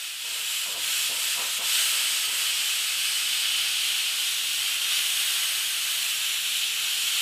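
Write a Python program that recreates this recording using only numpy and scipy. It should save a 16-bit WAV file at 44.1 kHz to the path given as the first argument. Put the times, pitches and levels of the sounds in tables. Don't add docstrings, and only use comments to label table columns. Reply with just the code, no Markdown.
import sys
import numpy as np
from scipy import signal
from scipy.fft import rfft, irfft, next_fast_len
from scipy.io import wavfile
from scipy.ndimage import uniform_filter1d

SR = 44100
rng = np.random.default_rng(int(sys.argv[2]) if len(sys.argv) > 2 else 0)


def level_to_linear(level):
    exponent = np.asarray(level, float) / 20
    return 10 ** exponent


def bounce(signal):
    frames = np.transpose(np.atleast_2d(signal))
    limited = np.clip(frames, -1, 1)
    pcm = np.round(limited * 32767).astype(np.int16)
    wavfile.write(sys.argv[1], SR, pcm)


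N = 317961

# f/Hz, relative level/dB
BURNER_COLOUR = [(15, -43), (25, -16), (48, -13), (75, -9.5), (128, -0.5), (147, 1.5), (168, -13),
                 (195, -2.5), (270, -5.5), (299, 0), (400, 2.5), (520, -31), (880, -120)]
# t/s, level/dB
BURNER_LEVEL = [(0, -76), (.2, -76), (.3, -70), (.62, -71), (.72, -64), (1.0, -66.5), (7.21, -66.5)]
# start t/s, hold t/s, puff level/dB, change of hiss/dB, upper modes/dB
SLUGS = [(0.232, 0.17, -54.5, 0.5, -8), (0.647, 0.028, -47, -2, -1), (0.726, 0.03, -45.5, -2.5, -3),
         (1.078, 0.042, -43.5, -2, -8), (1.354, .07, -46.5, -1, 1), (1.575, .02, -44.5, -4.5, 0),
         (1.907, 0.039, -50.5, 0, -3), (2.26, .02, -49, -2.5, -4)]
# f/Hz, width/Hz, relative level/dB
HOLLOW_MODES = [(196, 47, -10), (350, 27, -11), (480, 27, 1.5), (575, 53, -1), (687, 23, 3.5), (975, 40, 2),
                (960, 77, 1.5), (1270, 300, 3.5)]
# f/Hz, relative level/dB
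JET_COLOUR = [(120, -72), (200, -33), (267, -33.5), (364, -30), (564, -25.5), (921, -20), (1010, -22),
              (1280, -12), (2010, -10), (2590, -3.5), (3000, -0.5), (5990, -11), (8300, -9), (13300, -15),
              (15400, -20.5)]
# f/Hz, width/Hz, lift/dB
VENT = [(2980, 950, 1.5), (6330, 460, -1), (6940, 280, 4), (7070, 310, -4), (8070, 1300, 3),
        (9150, 460, -2.5), (10100, 840, 1.5), (10970, 500, -0.5), (13100, 1500, 1.5)]
# f/Hz, width/Hz, lift/dB
RINGS = [(660, 27, 2), (923, 23, 3.5), (1394, 10, 3), (2520, 10, -4), (2583, 30, 7), (3008, 41, 3.5),
         (3344, 30, 3.5), (4195, 30, 4.5), (4630, 27, 4.5), (5480, 28, 3), (5660, 37, 4.5), (6110, 25, 6.5),
         (6570, 34, 6.5), (6900, 30, 0.5), (7500, 30, -8)]
# t/s, brightness/dB, tilt/1, turn/1
POSE = [(0, -0.3, .5, -.3), (.3, 1.3, -0.19, -0.88), (.9, 1.5, -0.3, -.7), (1.6, 2, .3, -0.89),
        (2.0, 1, 1.1, -0.74), (2.7, -0.5, -.2, -1.1), (3.1, -1.8, 1, -0.9), (3.8, -3, 0, 0.36),
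        (4.4, -0.5, -0.14, 0.25), (4.9, -1, 0.19, 1.3), (5.4, 1.5, 1.9, 2), (5.8, 1.4, 1.3, 1.5),
        (6.2, 1, -1.6, .9), (6.6, -1.5, -2.2, 0.11), (7.21, -1, -1.7, 0.27)]
# f/Hz, width/Hz, lift per brightness/(dB/dB), per tilt/dB, per turn/dB
POSE_BANDS = [(1480, 1800, 0.66, 0.5, -0.08), (3660, 540, 0, -0.1, 0.4), (4900, 810, 0, 1.3, -0.8),
              (6400, 430, 0.3, 1, 0.1), (7330, 400, 1.6, -1.8, -1.5), (8200, 800, 0, 1.2, -1),
              (9050, 500, -0.5, 2.4, -0.2), (9970, 710, 0.5, -0.7, 0.6), (11200, 770, 0, 1, -.1),
              (12200, 800, 1, -0.2, 0), (14600, 1200, 0.5, .9, 0.5)]
# t/s, level/dB
JET_LEVEL = [(0, -35), (.17, -37), (.3, -34.5), (.54, -31.5), (.76, -32.5), (.93, -28.5), (1.3, -30),
             (1.55, -31), (1.74, -27), (2.05, -28.5), (2.6, -27.5), (2.87, -28.5), (3.87, -26.5),
             (4.0, -28), (4.8, -29), (4.92, -26.5), (5.5, -30), (6.15, -29.5), (6.3, -29), (6.8, -28),
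             (7.21, -27)]


def curve(table):
    s, *columns = np.transpose(table)
    return [np.interp(np.arange(N) / SR, s, column) for column in columns]


def shaped(x, gain):
    size = next_fast_len(len(x))
    hz = np.arange(size // 2 + 1) * SR / size + 1
    return irfft(rfft(x, size) * gain(hz), size)[:len(x)]


def colour(x, points):
    hz, db = np.transpose(points)
    return shaped(x, lambda f: level_to_linear(np.interp(np.log(f), np.log(hz), db)))


def band(x, hz, width):
    return shaped(x, lambda f: 1 / (1 + (2 * (f - hz) / width) ** 4))


def modes(f, table):
    return np.sqrt(sum(level_to_linear(2 * db) / (1 + (2 * (f - hz) / width) ** 2) for hz, width, db in table))


def lifts(f, table):
    return level_to_linear(sum(db / (1 + (2 * (f - hz) / width) ** 2) for hz, width, db in table))


def walk(rate):
    hold = int(SR / rate)
    steps = np.repeat(rng.standard_normal(N // hold + 1), hold)
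    smooth = uniform_filter1d(uniform_filter1d(steps, hold), hold)
    return 1.3 * smooth[:N]


def kitchen(x):
    t60_s, wet_db, spacing_s = 0.21, -9, 1.487
    t = np.arange(SR // 2) / SR
    decay = np.exp(-np.log(1000) * t / t60_s) * (t > .002)
    tails = rng.standard_normal((8, len(t))) * decay
    place = np.arange(N) / SR / spacing_s
    wet = 0
    for k, tail in enumerate(tails):
        share = np.cos(np.pi / 2 * np.clip(place - k, -1, 1))
        unit_tail = tail / np.sqrt(np.sum(tail ** 2))
        wet = wet + share * signal.fftconvolve(x, unit_tail)[:N]
    return x + level_to_linear(wet_db) * wet


def burner():
    rumble = band(colour(rng.standard_normal(N), BURNER_COLOUR), 0, 605)
    return rumble / np.std(rumble) * level_to_linear(curve(BURNER_LEVEL)[0] + walk(6))


def sputters():
    attack_s, release_s = 0.02, 0.035
    after_db, after_s = -9, 0.55
    start, hold, puff_db, dip_db, upper_db = np.transpose(SLUGS)[:, :, None]
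    since = np.arange(N) / SR - start
    rise = np.clip(since / attack_s, 0, 1)
    past = np.maximum(since - attack_s - hold, 0)
    slug = rise * np.exp(-past / release_s)
    lingering = level_to_linear(after_db) * rise * np.exp(-past / after_s)
    power = (level_to_linear(puff_db) * (slug + lingering)) ** 2 + 1e-18
    total = power.sum(axis=0)
    return np.sqrt(total), (dip_db * slug).sum(axis=0), (upper_db * power).sum(axis=0) / total


def puffs(puff, upper_db):
    def hollow(f):
        return modes(f, HOLLOW_MODES) / (1 + (f / 1600) ** 4) / (1 + (150 / f) ** 4)

    gush = shaped(rng.standard_normal(N), hollow)
    gush = gush / np.std(gush)
    gush = gush + (level_to_linear(upper_db) - 1) * band(gush, 1300, 620)
    return gush * puff * level_to_linear(walk(19))


def jet(puff, dip_db):
    flutter_db, flicker_db = 0.31, 0.63
    bright_db, tilt, turn = curve(POSE)
    jet_db = curve(JET_LEVEL)[0] + dip_db
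    choke_db = 2.2 * puff / level_to_linear(jet_db)
    hiss = colour(rng.standard_normal(N), JET_COLOUR)
    hiss = kitchen(shaped(hiss, lambda f: lifts(f, VENT + RINGS)))
    hiss = hiss / np.std(band(hiss, 4250, 4500))
    treble = shaped(hiss, lambda f: 1 / (1 + (5800 / f) ** 3.2))
    hiss = hiss + (level_to_linear(bright_db - choke_db + flicker_db * walk(8)) - 1) * treble
    for hz, width, by_bright, by_tilt, by_turn in POSE_BANDS:
        lift_db = by_bright * bright_db + by_tilt * tilt + by_turn * turn
        hiss = hiss + (level_to_linear(lift_db + flicker_db * walk(8)) - 1) * band(hiss, hz, width)
    return hiss * level_to_linear(jet_db + flutter_db * walk(12) + 0.19 * walk(40))


def scene():
    puff, dip_db, upper_db = sputters()
    mono = burner() + puffs(puff, upper_db) + jet(puff, dip_db)
    return np.tile(mono, (2, 1))


def top_cut(x):
    return signal.sosfilt(signal.butter(12, 15670, fs=SR, output="sos"), x)


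def record(dry):
    top_hz = 15530
    cut = np.array([shaped(side, lambda f: np.clip((top_hz - f) / 20, 0, 1)) for side in dry])
    return top_cut(cut)


dry = scene()
out = record(dry)
bounce(out)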